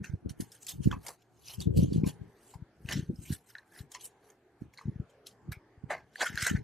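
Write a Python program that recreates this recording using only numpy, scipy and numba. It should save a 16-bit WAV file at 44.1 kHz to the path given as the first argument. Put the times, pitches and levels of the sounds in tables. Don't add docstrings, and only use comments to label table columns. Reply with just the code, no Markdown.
import sys
import numpy as np
from scipy import signal
from scipy.io import wavfile
from scipy.ndimage import uniform_filter1d
from numba import njit

SR = 44100
rng = np.random.default_rng(int(sys.argv[2]) if len(sys.argv) > 2 else 0)


def transcribe(signal):
    frames = np.atleast_2d(signal).T
    limited = np.clip(frames, -1, 1)
    pcm = np.round(limited * 32767).astype(np.int16)
    wavfile.write(sys.argv[1], SR, pcm)


N = 292383
T = np.arange(N) / SR
LEFT_MINUS_RIGHT = np.array([[1], [-1]])


def undb(db):
    return 10 ** (np.asarray(db) / 20)


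def level(x, db):
    return x * undb(db) / np.sqrt(np.mean(x ** 2))


@njit
def svf(x, hz, width):
    y, band, low = np.empty(len(x)), 0., 0.
    for i in range(len(x)):
        g, damping = np.tan(np.pi * hz[i] / SR), width / hz[i]
        v = (band + g * (x[i] - low)) / (1 + g * (g + damping))
        band, low, y[i] = 2 * v - band, low + 2 * g * v, damping * v
    return y


def steep(x, hz, width):
    hz = np.clip(hz + np.zeros(len(x)), 20, .45 * SR)
    return svf(svf(x, hz, 1. * width), hz, 1. * width)


def walk(rate):
    hold = int(SR / rate)
    steps = np.repeat(rng.standard_normal(N // hold + 1), hold)
    return 1.3 * uniform_filter1d(uniform_filter1d(steps, hold), hold)[:N]


def grit(per_s, spread_db, smooth_db):
    size_db = spread_db * np.minimum(rng.exponential(size=N), 3)
    grains = (rng.random(N) < per_s / SR) * undb(size_db) * rng.choice([-1., 1.], N)
    return level(grains, 0) + undb(smooth_db) * rng.standard_normal(N)


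def bands(x, table, drift, flicker_db, rate):
    out = 0
    for hz, width, db in table:
        gain = undb(db + flicker_db * walk(rate))
        out += gain * level(steep(x, hz * (1 + drift * walk(rate / 2)), width), 0)
    return level(out, 0)


def swells(peak_s, rise_s, fade_s, peak_db, rest_db):
    t = np.arange(N // 32 + 2) * 32 / SR
    power = np.full(len(t), undb(2 * rest_db))
    for s, rise, fade, db in zip(peak_s, rise_s, fade_s, peak_db):
        away = np.where(t < s, (s - t) / rise, (t - s) / fade)
        power += undb(2 * (db - 30 * away))
    return np.interp(T, t, 10 * np.log10(power))


def room(tone_db=-66, hum_hz=116, hum_db=-74):
    # frequency_hz, relative_density_db
    spectrum = [(18, -52), (30, -10.5), (292, -6.5), (420, -1.5), (561, -14), (656, 5.5), (874, -15),
                (1510, -16.5), (3590, -33), (4090, -33), (13300, -45.5), (15500, -55)]
    at_hz, density_db = np.transpose(spectrum)
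    tone, swell = 0, walk(3.017)
    for hz in 35 * 2 ** np.arange(0, 8.8, .5):
        centre_hz = hz * (1 + .08 * walk(14))
        mid, side = (steep(rng.standard_normal(N), centre_hz, hz / 3) for _ in range(2))
        db = np.interp(np.log(hz), np.log(at_hz), density_db) + 2.2 * walk(9) + 1.6 * swell
        spread = min(0.023 + hz / 4100, 1)
        tone += undb(db) * (mid + spread * side * LEFT_MINUS_RIGHT)
    hum = undb(hum_db + 4 * walk(11)) * np.sin(2 * np.pi * hum_hz * T)
    return level(tone, tone_db) + hum


def turbulence(puff_db, lag_s):
    # centre_hz, width_hz, relative_db
    swirl = [(71.9, 36, -1.5), (137.3, 118, 6), (264, 220, -1), (407.4, 116, -10)]
    shared, small = (bands(grit(150, 2, -3), swirl, drift=.1, flicker_db=1.5, rate=20) for _ in range(2))
    small = undb(-9) * steep(steep(small, 230, 330), 230, 330)
    ports = np.array([np.interp(T - lag_s, T, shared) + small, shared - small])
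    lean_db = 2 + 1.5 * walk(12)
    return undb(puff_db + 1.8 * walk(35) + lean_db / 2 * LEFT_MINUS_RIGHT) * ports


def eddies(lag_s):
    # peak_s, level_db, pitch_hz, left_minus_right_db
    thuds = [(0.01, -35, 104, 2), (0.1, -35, 116, -14.5), (0.14, -27, 130, -9), (0.26, -31.5, 218, 18),
             (0.279, -42, 132, 4), (0.311, -36, 135, -15), (0.402, -21, 314, -0.5), (0.423, -37, 247, 16),
             (0.806, -33.5, 159, 23), (0.861, -15, 165, -1), (0.875, -13, 214, -11.5),
             (0.916, -29.5, 166, -7), (0.939, -31.5, 130, 0), (0.979, -34, 114, 1), (1.586, -34, 123, 16),
             (1.661, -26, 163, 5), (1.673, -18, 164, 11), (1.709, -22, 131, 12), (1.772, -20, 160, 5),
             (1.789, -13.5, 182, 4), (1.831, -19, 215, 14), (1.868, -37, 158, -4), (1.891, -36, 164, 15),
             (1.924, -20, 254, -8), (1.961, -18.5, 225, -2), (1.986, -25.5, 125, 10),
             (2.037, -14.5, 218, 4), (2.066, -19, 170, 1), (2.218, -35.5, 130, 11.5), (2.559, -38, 119, 8),
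             (2.625, -34, 131, 7), (2.854, -31.5, 133, 5), (2.892, -37, 111, -2), (2.938, -33.5, 178, 0),
             (2.96, -27, 169, 6), (2.976, -32.5, 171, 8), (2.995, -23, 181, 4), (3.03, -30.5, 136, 3),
             (3.103, -26, 214, 12), (3.192, -34, 125, 6), (3.307, -22, 181, -4.5), (3.326, -24.5, 141, -2),
             (3.81, -34.5, 118, 5), (4.621, -32, 228, -11), (4.859, -28.5, 132, 4), (4.884, -24.5, 174, 3),
             (4.894, -25, 169, -4), (4.962, -31, 141, 4.5), (5.002, -23.5, 140, 3), (5.493, -29, 127, -4.5),
             (5.519, -35.5, 115, -3.5), (5.573, -41.5, 111, 4), (5.781, -46, 100, 2),
             (5.841, -33, 161, -12.5), (6.302, -38, 196, 7), (6.346, -36.5, 148, 15), (6.431, -29, 115, 1),
             (6.514, -18.5, 230, 2.5), (6.551, -16, 149, 5), (6.589, -32.5, 162, 3)]
    out, t = np.zeros((2, N + 2048)), np.arange(-1024, 1024) / SR
    for s, db, hz, pan_db in thuds:
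        phase, jitter = rng.standard_normal(2)
        at = int(s * SR)
        cycles = hz * (t - lag_s[at] * (1 + .3 * jitter) / 2 * LEFT_MINUS_RIGHT)
        envelope = np.exp(-(cycles / np.where(cycles < 0, .45, .9)) ** 2)
        wave = envelope * np.cos(2 * np.pi * cycles * (1 - 0.32 * cycles) + 0.95 * phase)
        out[:, at:at + 2048] += undb(db + pan_db / 2 * LEFT_MINUS_RIGHT) * wave
    return out[:, 1024:N + 1024]


def air():
    # peak_s, rise_s, fade_s, rumble_db
    puffs = [(0.0, .05, 0.13, -43), (0.147, 0.055, 0.044, -36), (0.26, 0.04, 0.084, -31),
             (.411, 0.08, 0.093, -43.5), (.804, 0.1, 0.11, -36.5), (0.864, 0.017, 0.2, -29),
             (1.585, 0.015, 0.15, -36), (1.666, 0.021, 0.41, -29), (1.781, 0.11, 0.16, -23),
             (1.846, 0.063, 0.023, -19), (1.95, 0.42, 0.24, -31.5), (2.084, 0.26, 0.035, -26.5),
             (2.215, 0.2, 0.15, -47.5), (2.554, 0.022, 0.14, -51), (2.983, 0.17, 0.1, -33.5),
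             (3.099, 0.023, 0.072, -30.5), (3.205, 0.063, 0.19, -48), (3.313, 0.087, 0.085, -38),
             (3.803, 0.03, 0.12, -50.5), (4.615, 0.012, 0.13, -45), (4.879, 0.037, 0.11, -38.5),
             (5.011, 0.14, 0.065, -44.5), (5.5, 0.15, 0.077, -50), (5.836, 0.022, 0.31, -49.5),
             (6.312, 0.063, 0.33, -48.5), (6.421, 0.15, 0.085, -43.5), (6.533, 0.062, 0.17, -29.5)]
    # time_s, lag_s
    port_lag = [(0, .0006), (.3, .0012), (2.1, .0012), (2.5, .0002), (6.2, .0002), (6.5, .0009)]
    lag_s = np.interp(T, *np.transpose(port_lag))
    puff_db = swells(*np.transpose(puffs), rest_db=-87.5)
    flow = turbulence(puff_db, lag_s) + eddies(lag_s)
    flow = signal.sosfiltfilt(signal.butter(2, 42, "high", fs=SR, output="sos"), flow)
    dark, bright = (signal.sosfiltfilt(signal.butter(5, hz, fs=SR, output="sos"), flow)
                    for hz in (470, 550))
    strength = np.clip((puff_db + 36.5) / 10, 0, 1)
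    return dark + strength * (bright - dark)


def slide():
    # peak_s, rise_s, fade_s, hiss_db, top_re_hiss_db, body_db,
    # hollow_re_body_db
    strokes = [(0.045, 0.018, 0.11, -52.5, -7, -46.5, -7), (0.295, 0.0056, 0.045, -50.5, -2, -54, -5),
               (0.413, 0.033, 0.082, -57, 8.5, -54, -3.5), (0.553, 0.12, 0.12, -65, 5, -70, -19),
               (0.631, 0.045, 0.087, -59.5, 5, -77, 2), (0.694, 0.039, 0.072, -43, 3, -58.5, 3),
               (0.843, 0.038, 0.084, -51.5, 0.5, -64, 3), (0.924, 0.041, 0.062, -54, -5.5, -45.5, 0.5),
               (1.09, 0.12, 0.079, -54.5, 4, -70, 18), (1.221, 0.082, 0.059, -71, -7, -97, 7),
               (1.485, 0.066, 0.12, -47.5, -6.5, -83, 14.5), (1.545, 0.21, 0.054, -53.5, -1.5, -78, 18.5),
               (1.611, 0.032, 0.073, -50.5, -5, -78, 15.5), (1.773, 0.03, 0.25, -51, -4.5, -78, 13),
               (1.836, 0.093, 0.034, -51, -2, -82, 15), (1.933, 0.012, 0.12, -54.5, -12, -80, 16),
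               (2.073, 0.026, 0.071, -45.5, -1, -57, 7), (2.54, 0.48, 0.04, -68.5, 2.5, -88, 12),
               (2.863, 0.12, 0.12, -71.5, 5.5, -69, -11.5), (2.891, 0.012, 0.11, -46.5, 1, -38.5, -7),
               (2.929, 0.063, 0.056, -39, -12, -39.5, -3), (2.96, 0.061, 0.14, -51, -7, -53, -15),
               (3.337, 0.21, 0.078, -52, 4, -59, -6.5), (3.503, 0.078, 0.086, -63, 4, -68.5, -13),
               (3.556, 0.01, 0.14, -71, 0, -57, -10), (3.792, 0.14, 0.061, -61, 6, -54, -8.5),
               (3.921, 0.032, 0.11, -66, 5, -71, 5), (3.949, 0.022, 0.039, -45, -12, -61, 5),
               (4.013, 0.07, 0.11, -56, -11, -77, 1), (4.055, 0.041, 0.035, -50, 9, -63, 7),
               (4.304, 0.2, 0.084, -70.5, 0, -67, -2), (4.62, 0.07, 0.12, -78, -0.5, -71.5, -4),
               (4.738, 0.013, 0.044, -64.5, 0, -72, -3), (4.778, 0.018, 0.3, -69.5, -9, -62.5, -2),
               (5.1, 0.032, 0.12, -74.5, -2, -92, 6), (5.27, 0.018, 0.071, -52, -5, -82, 2),
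               (5.52, 0.0061, 0.032, -50, 4.5, -47.5, -4.5), (5.908, 0.019, 0.11, -52.5, -6.5, -36, 1),
               (6.158, 0.011, 0.082, -68, 2, -61, -16), (6.208, 0.0066, 0.089, -45.5, -0.5, -31, -2),
               (6.22, 0.028, 0.052, -33, -14, -29, -1.5), (6.268, 0.1, 0.056, -38.5, -8, -38.5, -23),
               (6.382, 0.0054, 0.17, -41, -7, -34, -12.5), (6.428, 0.06, 0.12, -36.5, -6, -38, -31),
               (6.468, 0.014, 0.06, -42, -2, -34.5, -1), (6.5, 0.26, 0.051, -41.5, -8, -34, -32),
               (6.565, 0.047, 0.051, -57, -32, -40.5, -19)]
    # centre_hz, width_hz, relative_db
    hiss_bands = [(3040, 860, 9.5), (3690, 1400, 5), (4250, 1450, 9.5), (5250, 1100, 9), (6400, 670, 9),
                  (7210, 1730, 7.5)]
    top_bands = [(8420, 4040, 0.5), (10260, 2400, -5.5), (11490, 3600, -3.5), (13330, 4700, -10.5)]
    body_bands = [(1551, 343, 5.5), (1753, 150, 2.4), (1991, 200, 1.3)]
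    hollow_bands = [(760, 930, 7), (982, 340, -8.5)]
    *timing, hiss, top, body, hollow = np.transpose(strokes)
    hiss_db = swells(*timing, hiss, rest_db=-108.5)
    layers = ((hiss_bands, hiss_db),
              (top_bands, swells(*timing, hiss + top, rest_db=-96)),
              (body_bands, swells(*timing, body, rest_db=-92.5)),
              (hollow_bands, swells(*timing, body + hollow, rest_db=-91.5)))
    slips = grit(per_s=2500, spread_db=3, smooth_db=-3) * undb(2 * walk(200) + .8 * walk(45))
    rub = sum(undb(db) * bands(slips, table, drift=.04, flicker_db=2.8, rate=40) for table, db in layers)
    return rub + undb(hiss_db - 4.5) * crinkles()


def crinkles(count=2000):
    out, t = np.zeros(N + 1024), np.arange(1024) / SR
    for when, pitch, size, ring in rng.random((count, 4)):
        at, hz = int(when * N), 2900 * 4 ** pitch
        t60 = 0.004 + 260 * ring / hz
        out[at:at + 1024] += undb(9 * size ** 2 - 60 * t / t60) * np.sin(2 * np.pi * hz * t)
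    return level(out[:N], 0)


def snaps():
    # start_s, ring_peak_db, pitch_hz, crack_re_ring_db, t60_s
    creases = [(0.0412, -39.5, 1580, -36, 0.037), (0.043, -38.5, 2600, -14.5, 0.09),
               (0.295, -40, 5700, -17, 0.022), (0.405, -47.5, 4300, 12.5, 0.07),
               (0.5177, -51, 5500, 7, 0.072), (0.6664, -46, 6260, 14, 0.031),
               (0.6832, -36.5, 3560, 0.5, 0.12), (0.9127, -31, 1490, -15, 0.014),
               (0.915, -33.5, 3230, -27, 0.055), (0.9266, -28.5, 1095, -43, 0.11),
               (1.0642, -40.5, 2150, 7.5, 0.066), (1.0831, -37.5, 4780, 3.5, 0.038),
               (1.483, -36.5, 4940, -19, 0.02), (1.604, -33, 4560, -0.5, 0.014),
               (1.6138, -38.5, 3620, -5, 0.1), (1.93, -44, 4600, -2.5, 0.07),
               (2.0414, -42, 2360, -26, 0.085), (2.043, -45, 1020, -24, 0.12),
               (2.5381, -44, 910, -7.5, 0.11), (2.86, -50.5, 2630, -24, 0.025),
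               (2.888, -32, 1820, -23, 0.039), (2.8878, -29.5, 2800, -17, 0.089),
               (2.9228, -28, 3060, -8, 0.079), (3.158, -54, 5180, -18, 0.088),
               (3.253, -49, 2400, -22, 0.13), (3.325, -41, 1790, 4, 0.064),
               (3.552, -32.5, 1760, -37, 0.009), (3.583, -44, 4030, -32, 0.03),
               (3.5846, -42.5, 1740, -42, 0.08), (3.762, -45, 1730, -25, 0.056),
               (3.79, -45, 4060, -20, 0.074), (3.917, -46, 6700, 4, 0.057),
               (3.949, -37.5, 2040, -16, 0.085), (3.949, -43, 1020, -24, 0.13),
               (4.0094, -46.5, 6300, 0, 0.069), (4.054, -42, 7540, -2, 0.025),
               (4.3014, -51, 6540, -5.5, 0.028), (4.737, -52, 2210, -17.5, 0.03),
               (4.775, -41, 4200, -22, 0.079), (4.785, -41.5, 2100, -28, 0.086),
               (4.7897, -45, 1025, -26, 0.044), (4.8111, -42.5, 1076, -20, 0.095),
               (5.268, -42, 4300, 4, 0.047), (5.52, -53, 4100, 6.5, 0.023), (5.521, -42, 1450, -19, 0.1),
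               (5.528, -40, 2255, -35, 0.12), (5.903, -30.5, 1750, -20, 0.12), (5.905, -25, 702, -44, 0.12),
               (6.1573, -31.5, 1790, -31, 0.033), (6.159, -52, 4600, -15, 0.4),
               (6.2092, -25.5, 1490, -19, 0.039), (6.2148, -17.5, 1720, -33, 0.019),
               (6.269, -46, 1700, -1, 0.021), (6.295, -37, 1760, -24, 0.03),
               (6.356, -34.5, 1740, 4.5, 0.0076), (6.375, -20.5, 1634, -19, 0.021),
               (6.3755, -28.5, 4000, -12, 0.018), (6.4661, -23.5, 1650, 2, 0.044),
               (6.558, -35.5, 1570, -31, 0.061)]
    out, t = np.zeros(N + 4096), np.arange(4096) / SR
    noise, heights = rng.standard_normal((len(creases), 2, 4096)), rng.random(len(creases))
    for (s, db, hz, crack_db, t60), (tear, fizz), height in zip(creases, noise, heights):
        attack = 1 - np.exp(-t / (0.00015 + 0.081 * t60 ** 2))
        envelope = attack * undb(-60 * t / t60)
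        release = 20 * undb(-130 * t60) * np.exp(-(t / .0001) ** 2)
        blow = release + envelope * tear
        width_hz = 340 + 0.14 * hz
        tone, overtone = (steep(steep(blow, f, width_hz), f, width_hz) for f in (hz, 2.284 * hz))
        flanks = steep(blow, 1.26 * hz, 1.43 * hz)
        ring = tone + undb(-16) * overtone + undb(-20.5) * flanks
        crack = steep(fizz * envelope, 6600, 14000)
        bounce_s = .0004 + 0.000301 * height
        crack += 0.74 * np.interp(t - bounce_s, t, crack, left=0)
        snap = ring / np.abs(ring).max() + undb(crack_db) * crack / np.abs(crack).max()
        at = int(s * SR)
        out[at:at + 4096] += undb(db) * snap
    return out[:N]


def desk(paper, tail_t60_s=0.15, tail_db=-20.5):
    t = np.arange(8192) / SR
    echoes = level(rng.standard_normal(8192) * undb(-60 * t / tail_t60_s), tail_db) / 8192 ** .5
    tail = signal.fftconvolve(paper, echoes)[:N]
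    paths = rng.standard_normal((3, 256)) * undb(-60 * t[:256] / 0.026)
    scatter = sum(walk(60) * signal.fftconvolve(paper, level(path, 0) / 16)[:N] for path in paths)
    side = undb(-5) * steep(scatter, 10500, 17000)
    return paper + tail + side * LEFT_MINUS_RIGHT


def scene():
    return desk(slide() + snaps()) + air() + room()


def record(dry, rolloff_hz=13800, cut_hz=15600):
    dull = signal.sosfilt(signal.butter(3, rolloff_hz, fs=SR, output="sos"), dry)
    return signal.sosfilt(signal.ellip(10, .2, 80, cut_hz, fs=SR, output="sos"), dull)


dry = scene()
out = record(dry)
transcribe(out)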